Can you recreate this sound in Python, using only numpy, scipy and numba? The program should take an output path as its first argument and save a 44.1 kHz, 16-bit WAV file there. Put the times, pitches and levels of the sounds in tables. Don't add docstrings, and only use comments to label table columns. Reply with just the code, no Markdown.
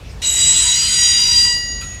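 import sys
import numpy as np
from scipy import signal
from scipy.io import wavfile
from scipy.ndimage import map_coordinates
from numba import njit

SR = 44100
rng = np.random.default_rng(int(sys.argv[2]) if len(sys.argv) > 2 else 0)


def master(y):
    cut = np.clip(np.atleast_2d(y).T, -1, 1)
    pcm = np.round(cut * 32767)
    wavfile.write(sys.argv[1], SR, pcm.astype(np.int16))


def ratio(d):
    e = np.asarray(d, float) / 20
    return 10 ** e


N = 88200
T = np.arange(N) / SR

DAMPED_HZ = [968, 3865, 3887, 3950, 4193, 5811, 6775, 7681, 7724, 8616, 11256, 3435, 4855, 5000]
# scrape-driven level in dB, t60 after release in seconds, jolt level change in dB.
DAMPED = [(-55, .2, 0), (-33, 0.094, 0), (-39.5, 0.18, 0), (-46, .15, 0), (-69, .2, 0), (-40, 0.18, 0),
          (-53, 0.39, 0), (-50, 0.16, 0), (-40.5, 0.12, 0), (-38, 1, 3), (-62, .3, 0), (-47, .2, 0),
          (-49.5, 0.9, 2), (-57, .3, 0)]
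# peak in seconds, level in dB, half width in seconds.
DAMPED_SWELLS = [
    [(.68, -37.5, 0.029), (1.31, -42, 0.076)],
    [(.25, -24, 0.33), (.48, -20, 0.074), (.9, -47, 0.19), (1.25, -28, 0.25)],
    [(.62, -25, 0.03), (.72, -19, 0.038), (.93, -24, 0.03)],
    [(.45, -29, 0.071), (.61, -26.5, 0.1)],
    [(.24, -26.5, 0.019), (.87, -26, 0.035)],
    [(.52, -31.5, 0.1), (.77, -28.5, 0.089), (1.12, -41, 0.041), (1.3, -24.5, 0.19)],
    [(.3, -28, 0.12), (.45, -27, 0.045), (1.02, -51, 0.032), (1.25, -28, 0.085)],
    [(.28, -25.5, 0.075), (.48, -48, 0.082), (.7, -26.5, 0.13), (1.3, -48, 0.026)],
    [(.29, -19, 0.04), (.5, -14, 0.17), (.85, -24, 0.25), (1.45, -29.5, 0.15)],
    [(.45, -32, 0.12), (.64, -25.5, 0.1), (.87, -42, 0.064), (1.37, -35, 0.071)],
    [(.34, -39.5, 0.11), (.92, -44, 0.15)],
    [(.43, -38, 0.061), (.57, -30, 0.024)],
    [(.39, -44, 0.027), (.63, -33, 0.086), (.95, -32, 0.081), (1.35, -55, .15)],
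    [(.46, -39, 0.045), (.62, -31, 0.03), (.78, -34, 0.088)],
]
RINGING_HZ = [1934, 2860, 3157, 3818, 4158, 4788, 5358, 5758, 13450, 6722, 8653, 10560, 12715, 15090]
# scrape-driven level in dB, t60 after release in seconds, jolt level change in dB.
RINGING = [(-41.5, 1.96, -0.5), (-39.5, 1.38, -4), (-39, 1.2, -1), (-39, 3.1, -5), (-41.5, 3.4, -16),
           (-36.5, 1.06, -11.5), (-43.5, 1.1, 7), (-42, 1.3, -2), (-66, .6, -1), (-42, 12, -3),
           (-46.5, 1.08, 6), (-51.5, 0.99, 10), (-59, .9, -5), (-60, 1.1, -3)]
# peak in seconds, level in dB, half width in seconds.
RINGING_SWELLS = [
    [(.99, -28.5, 0.024), (1.08, -33, 0.08), (1.53, -28.5, 0.12)],
    [(.29, -35, 0.28), (1.2, -30, 0.11), (1.51, -31, 0.26)],
    [(.98, -40.5, 0.21), (1.45, -46, 0.058)],
    [(.3, -32, 0.11), (1.17, -23.5, 0.071), (1.55, -43.5, .1)],
    [(.58, -36, 0.057), (.76, -33, .06), (.95, -40, 0.11), (1.4, -50, 0.05), (1.56, -44.5, 0.068)],
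    [(.25, -38, 0.034), (.55, -51, 0.06), (.41, -26, 0.035), (.69, -28.5, 0.072), (.82, -21, 0.07),
     (1.05, -18, 0.17), (1.24, -15.5, 0.14), (1.42, -12, 0.11)],
    [(1.49, -42, 0.08)],
    [(.43, -34.5, 0.076), (.62, -29, 0.04), (.8, -30.5, 0.074), (1.04, -21, 0.077), (1.3, -29.5, 0.11),
     (1.55, -33.5, .08)],
    [(1.25, -58, 0.2)],
    [(.42, -27.5, 0.17), (.53, -24, 0.054), (.72, -19, 0.1), (1.04, -16.5, 0.12), (1.46, -27, 0.12)],
    [(.67, -53, 0.091), (1.02, -24, 0.15), (1.42, -37, 0.14)],
    [(1.15, -73, .2), (1.5, -49, 0.072)],
    [(1.5, -57, .2)],
    [(.5, -63, .2), (1.45, -59, .3)],
]
# time in seconds, level in dB.
PRESSURE = [
    (.22, -42),
    (.3, -45.5),
    (.46, -39.5),
    (.87, -39.5),
    (1.2, -40.5),
    (1.44, -41.5),
    (1.53, -51),
    (1.6, -57),
]
# frequency in Hz, level in dB per Hz.
SCRAPE_COLOUR = [(500, -15), (1000, -10.5), (1700, -7.5), (2900, 3), (4500, -7), (7000, -2), (11000, -11.5),
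                 (15500, -29)]
BOGIE_HZ = [1000, 2050, 2740, 2945, 3185, 3430, 5000, 5900, 7445, 9510, 10400, 10700, 12050, 6860]
# width in Hz, level in dB.
BOGIE = [(46, -52), (56.5, -41), (25, -56), (66, -36.5), (37.037, -64), (30.3, -47), (32.4, -38),
         (55.556, -36), (27.8, -66), (25, -44.5), (25, -46), (39, -46), (30, -60), (70, -44)]
# start in seconds, pitch in Hz.
KNOCK_AT = [(.0, 2600), (.09, 5200), (.11, 8360), (.222, 2170), (.27, 11600), (.63, 945), (.79, 1280),
            (.9, 1480), (1.44, 970), (1.809, 8500), (1.809, 11200), (1.811, 1340), (1.812, 14900),
            (1.812, 4000), (1.813, 2500), (1.815, 10000), (1.822, 3870), (1.89, 2600), (1.945, 9100),
            (.45, 2950), (.58, 2945), (.84, 2990), (1.02, 3170), (.665, 4340), (.88, 2040), (.46, 3280),
            (1.915, 2580), (1.42, 7550), (1.808, 5000), (1.53, 9600), (1.53, 11400), (.3, 7400)]
# level in dB, decay in seconds, width in Hz.
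KNOCK_SHAPE = [(-48, 0.13, 200), (-45.5, 0.049, 580), (-53, 0.027, 200), (-31.5, 0.015, 120),
               (-38.5, 0.17, 620), (-42.5, 0.13, 50), (-40.5, 0.21, 59), (-33, 0.03, 27),
               (-36.5, 0.074, 28), (-50, .05, 2500), (-45, .012, 150), (-34, 0.033, 35), (-60, .04, 100),
               (-45, 0.044, 4000), (-33.5, 0.022, 170), (-48, .04, 80), (-37.5, 0.036, 110),
               (-43, 0.17, 990), (-41, 0.0078, 120), (-41, 0.03, 34), (-48, 0.041, 23), (-25, .06, 25),
               (-28, 0.07, 25), (-29, 0.048, 53), (-33, 0.047, 23), (-35, 0.026, 30), (-42.5, .05, 17),
               (-44, 0.17, 15), (-42, .004, 6000), (-52, .12, 900), (-56.5, .1, 900), (-28, 0.058, 120)]
# frequency in Hz, level in dB per Hz.
YARD_COLOUR = [(12, -41), (20, -25), (54, 1), (362, -25), (404, -23.5), (597, -26.5), (1380, -32),
               (5230, -37), (15500, -61.5)]

BITE_S, BITE_RISE_S, RELEASE_S, JOLT_S = 0.2165, 0.0034, 1.539, 1.825
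BLOOM_S_PER_KHZ = 0.004
SAG_PER_S = .0008
STEADY_SHARE = 0.35
ECHO_DB, ECHO_T60_S = -31.5, 0.52
SPLIT_HZ, BEAT_DB, BEAT_HZ, BEAT_PEAK_S = 6722, 3, 5.4, 1.712
SCRAPE_DB, SCRAPE_TAIL_S = 6, 0.25
RAIL_DB, RAIL_T60_S, RAIL_SPREAD_DB = 2.5, 0.36, 2.5
YARD_DB, MIC_HISS_DB = -32.5, -65.5
GRIT = rng.standard_normal(N)


@njit
def svf(x, hz, width):
    y, b, l = np.empty(len(x)), 0., 0.
    g, k = np.tan(np.pi * hz / SR), width / hz
    for i in range(len(x)):
        v = (b + g * (x[i] - l)) / (1 + g * (g + k))
        b, l, y[i] = 2 * v - b, l + 2 * g * v, k * v
    return y


def unit(x):
    return x / np.sqrt(np.mean(np.abs(x) ** 2))


def walk(rate):
    knots = rng.standard_normal(400)
    return unit(map_coordinates(knots, [np.minimum(T * rate, 399)], order=3))


def rough_walk(rate):
    return walk(rate) + 1j * walk(rate)


def bands(colour, slow_db, flicker_db):
    hz, db = np.array(colour).T
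    out, swell = 0, walk(3.34)
    for f in 22 * 2 ** np.arange(0, 9.5, 1 / 3):
        band = unit(svf(svf(rng.standard_normal(N), f, f / 3), f, f / 3))
        level = np.interp(np.log(f), np.log(hz), db) + slow_db * swell + flicker_db * walk(14.02)
        out = out + band * np.sqrt(f) * ratio(level)
    return unit(out)


def pressure():
    s, db = np.array(PRESSURE).T
    bite = 1 - np.exp(-np.maximum(T - BITE_S, 0) / BITE_RISE_S)
    tail = np.exp(-np.maximum(T - RELEASE_S, 0) / SCRAPE_TAIL_S)
    return ratio(np.interp(T, s, db)) * bite * tail


def wheel(pitches, modes, swells, grip, wobble_db, wobble_hz, grit_hz, skirt_db, twin_db):
    out = 0
    held = np.minimum(np.arange(N), int(RELEASE_S * SR))
    free = np.maximum(T - RELEASE_S, 0)
    jolt = np.clip((T - JOLT_S) / 0.025, 0, 1)
    beat = BEAT_DB * np.minimum(free / 0.038, 1) * np.cos(2 * np.pi * BEAT_HZ * (T - BEAT_PEAK_S))
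    for hz, (db, t60, jolt_db), bumps in zip(pitches, modes, swells):
        bloom_s = BLOOM_S_PER_KHZ * hz / 1000
        bite = 1 - np.exp(-(np.maximum(T - BITE_S, 0) / bloom_s) ** 2)
        locked = np.sqrt(sum(ratio(d - 6.2 * ((T - s) / w) ** 2) ** 2 for s, d, w in bumps))
        locked = locked * ratio(wobble_db * walk(25.93)) * bite
        flutter = ratio(db) * grip * (STEADY_SHARE + rough_walk(grit_hz) / np.sqrt(2))
        drive = locked[held] + flutter * ratio(-40 * free)

        skirt = ratio(skirt_db - 5.2 * free) * rough_walk(150)
        twin_cycles = hz * rng.uniform(0.0018, .005) * T + 0.22 * walk(4.94)
        twin = ratio(twin_db) * min(hz / 7000, 1.2) ** 2 * np.exp(2j * np.pi * twin_cycles)

        shimmer_db = 0.32 + 1.5 * (hz / 12000) ** 3
        fade = -60 * free / t60 + shimmer_db * walk(24.03) + jolt_db * jolt
        fade = fade + (hz == SPLIT_HZ) * beat
        echo = ratio(ECHO_DB - 60 * free / ECHO_T60_S + 3.7 * walk(30.5))
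        ring = drive * (ratio(fade) + echo) * (1 + skirt + twin)

        pitch = hz * (1 - SAG_PER_S * (T - 1))
        pitch = pitch + wobble_hz * hz / 5000 * walk(14) * (T < RELEASE_S)
        cycles = np.cumsum(pitch) / SR + rng.random()
        out = out + np.sqrt(2) * np.imag(ring * np.exp(2j * np.pi * cycles))
    return out


def scrape(press):
    return ratio(SCRAPE_DB) * press * bands(SCRAPE_COLOUR, slow_db=-3.7, flicker_db=4.2)


def bogie(grip):
    out = 0
    for hz, (width, db) in zip(BOGIE_HZ, BOGIE):
        tone = unit(svf(rng.standard_normal(N), 1. * hz, 1. * width))
        out = out + tone * ratio(db + 2.3 * walk(7.93))
    return out * grip


def rail(press, count):
    hz, db = np.array(SCRAPE_COLOUR).T
    jolt = ratio(-51.5) * np.exp(-np.maximum(T - 1.81, 0) / 0.041) * (T > 1.81)
    out, gain = 0, press + jolt
    for k, (place, size, ring) in enumerate(rng.random((count, 3))):
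        f = 1300 + 14300 * (k + place) / count
        width = 4.2 / (RAIL_T60_S * (0.043 + 0.94 * ring ** 2))
        strength = ratio(np.interp(np.log(f), np.log(hz), db) + RAIL_SPREAD_DB * (2 * size - 1) * 2)
        grit = np.roll(GRIT, int(place * N))
        out = out + strength / np.sqrt(width) * svf(gain * grit, f, width)
    return ratio(RAIL_DB) * out * np.median(press) / np.median(np.abs(out))


def clanks():
    out = 0
    for (s, hz), (db, decay, width) in zip(KNOCK_AT, KNOCK_SHAPE):
        age = np.maximum(T - s, 0) / decay
        envelope = (1 - np.exp(-age * 20)) * np.exp(-age)
        out = out + ratio(db) * envelope * unit(svf(rng.standard_normal(N), 1. * hz, 1. * width))
    return out


def yard():
    air = ratio(YARD_DB) * bands(YARD_COLOUR, slow_db=0.3, flicker_db=2.0)
    return air + ratio(MIC_HISS_DB) * rng.standard_normal(N)


def scene():
    press = pressure()
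    grip = press / np.median(press)
    damped = wheel(DAMPED_HZ, DAMPED, DAMPED_SWELLS, grip, wobble_db=0.0, wobble_hz=5.1,
                   grit_hz=40.08, skirt_db=-13, twin_db=-42)
    ringing = wheel(RINGING_HZ, RINGING, RINGING_SWELLS, grip, wobble_db=0.18, wobble_hz=2.41,
                    grit_hz=30.01, skirt_db=-16.5, twin_db=-14)
    contact = scrape(press) + bogie(grip) + rail(press, count=260)
    return (damped + ringing + contact + clanks() + yard())[None]


def band_limit(x):
    return signal.sosfilt(signal.butter(12, 15670, fs=SR, output="sos"), x)


def record(dry):
    soft = np.tanh(.5 * dry) / .5
    low_cut = signal.butter(2, 14, "high", fs=SR, output="sos")
    mix = signal.sosfilt(low_cut, soft)
    return band_limit(mix)


dry = scene()
out = record(dry)
master(out)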